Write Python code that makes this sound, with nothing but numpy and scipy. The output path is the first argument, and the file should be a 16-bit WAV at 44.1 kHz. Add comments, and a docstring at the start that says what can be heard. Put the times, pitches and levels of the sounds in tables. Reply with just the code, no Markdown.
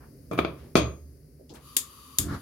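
"""A small kitchen murmurs, close above a stove, while a hand bumps it: noise with coloured spectra.
A metal cap rocks on a gas burner and drops into its seat: damped modes and dense ringing of cap and hob.
Small knob ticks, then gas hisses with a breathy whistle: broadband jet noise and a resonance of the burner tube.
The spark lighter snaps twice, each a short noise burst with a room tail. At the second snap the gas
lights with a soft whoomp: low noise of evened level under a higher flutter."""
import sys
import numpy as np
from scipy import signal
from scipy.fft import rfft, irfft
from scipy.io import wavfile
from scipy.ndimage import uniform_filter1d

SR = 44100
rng = np.random.default_rng(int(sys.argv[2]) if len(sys.argv) > 2 else 0)


def master_out(mix):
    """Clip the mix to full scale and print it as 16-bit PCM to the path in sys.argv[1]."""
    frames = np.transpose(np.atleast_2d(mix))
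    ceiling = np.clip(frames, -1, 1)
    pcm = np.round(ceiling * 32767).astype(np.int16)
    wavfile.write(sys.argv[1], SR, pcm)


N = 106369
T = np.arange(N) / SR  # s
HZ = np.maximum(np.fft.rfftfreq(N, 1 / SR), 1)


def amp(db):
    """Level in decibels to amplitude ratio."""
    return 10 ** (np.asarray(db) / 20)


def over_hz(points, hz=HZ):
    """Interpolation along a logarithmic frequency axis, on which octaves are equal steps."""
    f, value = np.array(sorted(points), float).T
    return np.interp(np.log(hz), np.log(f), value)


def shape(points):
    """Spectral envelope: amplitude per frequency, falling 24 dB per octave past the table's ends."""
    below = np.minimum(HZ / points[0][0], 1) ** 4
    above = np.minimum(points[-1][0] / HZ, 1) ** 4
    return amp(over_hz(points)) * below * above


def hump(hz, octaves):
    """Bandpass envelope: a Gaussian on the octave scale, down to 1/e at this distance from the centre."""
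    return np.exp(-(np.log2(HZ / hz) / octaves) ** 2)


# likeness of the two microphone signals: f/Hz, correlation
CHANNEL_CORRELATION = [(60, 0.99), (300, 0.92), (450, 0.87), (630, -0.11), (900, .5), (1200, 0.55),
                       (3000, 0.14), (15000, 0)]


def likeness(hz):
    """Spatial coherence: correlation of left and right at a frequency."""
    return np.clip(over_hz(CHANNEL_CORRELATION, hz), -.99, .99)


def noise(gain):
    """Coloured noise of rms 1: mid and side are weighted to set the correlation of the channels."""
    mid, side = rfft(rng.standard_normal((2, N)))
    alike = likeness(HZ)
    common = mid * np.sqrt(1 + alike)
    opposed = side * np.sqrt(1 - alike) * np.array([[1], [-1]])
    x = irfft(gain * (common + opposed), N)
    return x / x.std()


def decay(age, t60):
    """Exponential damping: the level falls by 60 dB in each t60."""
    return np.exp(-np.log(1000) * age / t60)


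def fade(start, t60):
    """Impulsive excitation: sudden onset and exponential decay."""
    return (T >= start) * decay(np.maximum(T - start, 0), t60)


def swell(start, rise, sharpness=1):
    """Transient envelope: a burst that peaks after the rise time and dies away."""
    u = np.maximum(T - start, 0) / rise
    return (u * np.exp(1 - u)) ** sharpness


def ring(gain, start, t60s, size=32768):
    """High modal density: noise in overlapping octave bands, each damped at its own rate."""
    spectrum = rfft(noise(gain)[:, :size])
    hz = np.maximum(np.fft.rfftfreq(size, 1 / SR), 1)
    out, first = np.zeros((2, N + size)), int(start * SR)
    for k in range(5, 15):  # octave centres 32 Hz to 16384 Hz
        band = irfft(spectrum * np.maximum(1 - abs(np.log2(hz) - k), 0), size)
        out[:, first:first + size] += band * decay(T[:size], over_hz(t60s, 2. ** k))
    return out[:, :N]


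def chime(modes, start, ring_share=1):
    """Modal superposition: damped sinusoids, their phase lag between microphones set by the correlation."""
    out, age = np.zeros((2, N)), T[T >= start] - start
    for hz, db, t60 in modes:
        lag = rng.choice([-1, 1]) * np.arccos(likeness(hz))
        phase = rng.uniform(-np.pi, np.pi) + lag * np.array([[.5], [-.5]])
        t60 = t60 * ring_share
        t, first = age[age < 2 * t60], N - len(age)
        out[:, first:first + len(t)] += amp(db) * decay(t, t60) * np.sin(2 * np.pi * hz * t + phase)
    return out


# level of the background noise, turned down over time as by a noise suppressor: t/s, level/dB
BACKGROUND_LEVEL = [(0, -49.5), (.7, -49.5), (1.3, -53), (2.0, -55)]
# spectrum of the kitchen's low murmur: f/Hz, relative level/dB
MURMUR_SPECTRUM = [(15, -63), (25, -37), (59, 1.5), (80, 0.5), (97, -9), (153, 0.5), (180, -16),
                   (263, -3.5), (344, -15.5), (405, -10), (439, -16), (575, -17), (863, -40), (2000, -36),
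                   (3520, -49.5), (4740, -32.5), (8140, -44.5), (9570, -31.5), (16000, -37.5)]


def murmur():
    """Stationary noise: the kitchen's fixed spectrum, turned down over time as by a noise suppressor."""
    return amp(np.interp(T, *np.array(BACKGROUND_LEVEL).T)) * noise(shape(MURMUR_SPECTRUM))


# dull bumps and rubs of the hand: t/s, level/dB, rise/s, centre f/Hz, 1/e half-width/octaves
HAND_BUMPS = [(0.0, -57.5, 0.026, 970, 1.06), (0.56, -60, 0.043, 1090, 1.83),
              (0.625, -47.5, 0.026, 167.8, 1.5), (1.39, -51, 0.016, 440, 0.57),
              (1.497, -45, 0.021, 238, 1.41), (1.538, -51.5, 0.023, 293, 2.52)]


def hand():
    """Soft contact: the hand brushes and bumps the stove, giving dull noise that swells and dies."""
    out = 0
    for start, db, rise, hz, width in HAND_BUMPS:
        out = out + amp(db) * noise(hump(hz, width)) * swell(start, rise)
    return out


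# knocks of the cap on the burner: t/s, level/dB, contact brightness f/Hz, bass cut f/Hz,
# relative crack level/dB, relative level/dB of the cap's own ring, share of its ring time left by the fingers
CAP_KNOCKS = [(0.312, -15, 1600, 90.2, -3, -6.5, .45), (0.333, -24.5, 2600, 85.5, 6.5, -0.5, .45),
              (0.377, -14, 2770, 150, -23, -7.5, .35), (0.3885, -10.5, 2870, 100.4, 12.5, -6, 0.38),
              (0.4478, -15.5, 3148, 200, 9.5, -28, .2), (0.7543, -3.5, 8100, 45, 8, 1, 0.99),
              (0.768, -7, 11000, 120, 1, 5.5, 1)]
# clear modes of the cap: f/Hz, relative level/dB, t60/s when free of the fingers
CAP_RING = [(4492, -38, .2), (4788, -36, .16), (4923, -39, .15), (5601, -35, .15), (6287, -37, .24),
            (6535, -36, .46), (6610, -41, .3), (7746, -47, .18), (8866, -36, .13), (10085, -44, .18),
            (10771, -33, .1), (11835, -38, .12), (12050, -39, .1), (12731, -45, .13), (13400, -44, .09)]


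def cap():
    """Contact damping: fingers shorten the cap's ring, which lasts longest once it is let go."""
    out, modes = 0, CAP_RING + partials(count=60)
    for start, db, bright_hz, cut_hz, crack_db, ring_db, ring_share in CAP_KNOCKS:
        own_ring = amp(ring_db - 2) * chime(modes, start, ring_share)
        out = out + amp(db) * (hob_knock(start, bright_hz, cut_hz, crack_db) + own_ring)
    return out


def partials(count):
    """Scattered weak modes: the cap's faint overtones, 10.5 dB weaker per octave."""
    lowest_hz, highest_hz = 4720, 13200
    free_t60_s = 0.16
    hz = rng.uniform(lowest_hz, highest_hz, count)
    return [(f, -40.5 - 10.5 * np.log2(f / lowest_hz), free_t60_s) for f in hz]


# dense ring of hob and pan supports: f/Hz, relative level/dB
HOB_SPECTRUM = [(130, 0.5), (220, -9), (320, -1.5), (420, -2.5), (520, -8.5), (640, -3), (780, -17.5),
                (900, -19.5), (1190, -6.5), (1400, -17), (1800, -22.5), (2150, -20.5), (2420, -10.5),
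                (2850, -24), (3400, -14.5), (4000, -22), (4800, -20), (5300, -33.5), (6500, -24.5),
                (7300, -50), (15000, -52)]
# its decay: f/Hz, t60/s
HOB_DECAY = [(70, 0.82), (170, 0.33), (400, 0.37), (1200, 0.32), (3000, 0.28), (6000, .21), (12000, 0.21)]
# clear modes of the sheet-metal hob: f/Hz, relative level/dB, t60/s
HOB_CLEAR_MODES = [(69.4, -30, 0.86), (73.4, -22.5, 1.03), (117.7, -21.5, .45), (153.5, -31, .3),
                   (172.6, -21.5, 0.44), (253.7, -29.5, 0.33), (302, -20.5, 0.37), (399.4, -30.5, .28),
                   (592, -24.5, 0.16), (662, -24.5, 0.18), (1189, -26, 0.089), (1285, -33, 0.13),
                   (2381, -26, 0.17), (3315, -34.5, 0.24)]
# quickly damped modes of the burner body, heard as a clunk: f/Hz, relative level/dB, t60/s
BURNER_MODES = [(378.5, -6, 0.024), (1296, -11, 0.016), (2360, -16.5, .02)]


def hob_knock(start, bright_hz, cut_hz, crack_db):
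    """Impact excitation: a duller contact, as in light knocks, drives less treble into burner and hob."""
    body = shape(HOB_SPECTRUM)
    crack = amp(-12.5) * noise(body) * fade(start, t60=0.028) + chime(BURNER_MODES, start)
    dense = amp(-14) * ring(body, start, HOB_DECAY)
    clear = amp(0.5) * chime(HOB_CLEAR_MODES, start)
    onset = np.clip((T - start) / .0012, 0, 1)  # linear rise over 1.2 ms
    x = (amp(crack_db) * crack + dense + clear) * onset
    x = signal.lfilter(*signal.butter(2, bright_hz, fs=SR), x)
    return signal.lfilter(*signal.butter(2, cut_hz, "high", fs=SR), x)


# small ticks of the cap's rim and the gas knob: t/s, level/dB, centre f/Hz
RIM_AND_KNOB_TICKS = [(0.33, -49, 12400), (0.385, -47, 12000), (1.4943, -52.5, 4170), (1.502, -58, 4600),
                      (1.5376, -54, 7600), (1.5488, -54.5, 11200), (1.554, -56, 3460)]


def ticks():
    """Light impact: the cap's rim and the knob give faint bands of decaying noise."""
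    out = 0
    for start, db, hz in RIM_AND_KNOB_TICKS:
        out = out + amp(db) * noise(hump(hz, octaves=0.74)) * fade(start, t60=0.16)
    return out


def opening(start):
    """Linear transition from 0 to 1 over 86 ms, as the gas begins to flow or is lit."""
    return np.clip((T - start) / 0.086, 0, 1)


GAS_OPENS_S, LIT_S = 1.589, 2.2
# gas from the jet: f/Hz, relative level/dB
JET_SPECTRUM = [(940, -28), (1600, -15), (1900, -9), (2200, -14.5), (2440, -6), (2720, -6.5), (2960, -1),
                (3390, -6.5), (3700, -3), (4230, -9), (4570, 2), (5540, -15), (5990, -4.5), (6590, -10.5),
                (7190, -4), (7550, -21), (7920, -14), (8640, -10.5), (9060, -13), (10200, -1.5), (10900, 0),
                (11400, 0.5), (12700, -9), (15200, -11), (16000, -18)]


def gas_hiss():
    """Turbulent jet noise: it starts as the valve opens and drops 2.5 dB once lit."""
    level_db = -54 - 2.5 * opening(LIT_S)
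    return opening(GAS_OPENS_S) * amp(level_db) * noise(shape(JET_SPECTRUM))


def tube_whistle():
    """Tube resonance: noise in a narrow peak makes a breathy whistle until the gas is lit."""
    centre_hz, half_width_hz = 1166, 95
    tube = 1 / (1 + ((HZ - centre_hz) / half_width_hz) ** 2)
    return opening(GAS_OPENS_S) * (1 - opening(LIT_S)) * amp(-56.5) * noise(tube)


# snaps of the spark lighter: t/s, level/dB
LIGHTER_SNAPS = [(1.7663, -0.5), (2.1850, -1.5)]
# spectrum of snap and room tail: f/Hz, relative level/dB
SNAP_SPECTRUM = [(88, -55), (150, -24), (376, -17.5), (790, -32), (1040, -15.5), (1140, -17.5),
                 (1530, -22.5), (1980, -16), (2500, -15.5), (2870, -12.5), (3620, -6.5), (3920, -13.5),
                 (4860, -7.5), (6020, -10.5), (6640, -1.5), (7040, 1), (8070, -4.5), (8730, -2),
                 (9820, -4.5), (12200, -1.5), (16000, -18)]
# decay of the kitchen's answer: f/Hz, t60/s
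ROOM_DECAY = [(300, 0.26), (3000, .22), (7000, 0.19), (14000, 0.15)]


def lighter():
    """Spark impulse and reverberation: a snap of a few milliseconds, answered by the kitchen walls."""
    out, colour = 0, shape(SNAP_SPECTRUM)
    for start, db in LIGHTER_SNAPS:
        snap = amp(-12.5) * noise(colour) * swell(start, rise=.0015, sharpness=0.83)
        room = amp(-21) * ring(colour, start, ROOM_DECAY)
        out = out + amp(db) * (snap + room)
    return out


# course of the catching flame: t/s, rumble level/dB, flutter level/dB
FLAME_COURSE = [(2.183, -59, -80), (2.196, -30.5, -52), (2.24, -35, -52.5), (2.277, -31, -52.5),
                (2.286, -32, -43), (2.33, -31, -40), (2.351, -34.5, -38.5), (2.38, -41, -49.5),
                (2.41, -52, -59)]
# low rumble: f/Hz, relative level/dB
RUMBLE_SPECTRUM = [(18, -51), (30, -21), (60, 2.5), (114, 2.5), (226, -6.5), (278, -1.5), (356, -11),
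                   (633, -29.5), (697, -14), (800, -42), (1040, -62), (1760, -120)]
# higher flutter: f/Hz, relative level/dB
FLUTTER_SPECTRUM = [(500, -2.5), (800, -5), (1200, 2.5), (1700, -1.5), (2600, -20.5), (4200, -16),
                    (8000, -27), (15000, -33)]


def flame():
    """Combustion noise: gathered gas burns off in a low, even whoomp, fluttering as flame rounds the cap."""
    s, rumble_db, flutter_db = np.array(FLAME_COURSE).T
    rumble = noise(shape(RUMBLE_SPECTRUM))
    power = uniform_filter1d(np.mean(rumble ** 2, axis=0), int(.02 * SR))  # 20 ms mean
    evenness = .7  # 1 would hold the short-term level constant
    rumble = rumble / power ** (evenness / 2)
    flutter = noise(shape(FLUTTER_SPECTRUM))
    whoomp = amp(np.interp(T, s, rumble_db)) * rumble
    return (T > s[0]) * (whoomp + amp(np.interp(T, s, flutter_db)) * flutter)


def scene():
    """Linear superposition of all sources over the kitchen's low murmur."""
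    return murmur() + hand() + cap() + ticks() + gas_hiss() + tube_whistle() + lighter() + flame()


# balance of the two microphones: f/Hz, left minus right level/dB
MICROPHONE_BALANCE = [(60, -2), (200, -0.5), (600, -0.5), (1300, 1), (2400, 3.5), (4400, 7), (15000, 4)]


def record(dry):
    """Band limiting and saturation: left gets more treble, bass is cut, peaks are clipped, then the top is cut."""
    balance_db = over_hz(MICROPHONE_BALANCE) * np.array([[.5], [-.5]])
    ports = irfft(rfft(dry) * amp(balance_db), N)
    ports = signal.lfilter(*signal.butter(2, 25, "high", fs=SR), ports)
    top_cut = signal.ellip(10, .2, 80, 16000, fs=SR, output="sos")  # ripple dB, stopband dB, edge Hz
    return signal.sosfilt(top_cut, np.clip(ports, -1, 1))


dry = scene()
out = record(dry)
master_out(out)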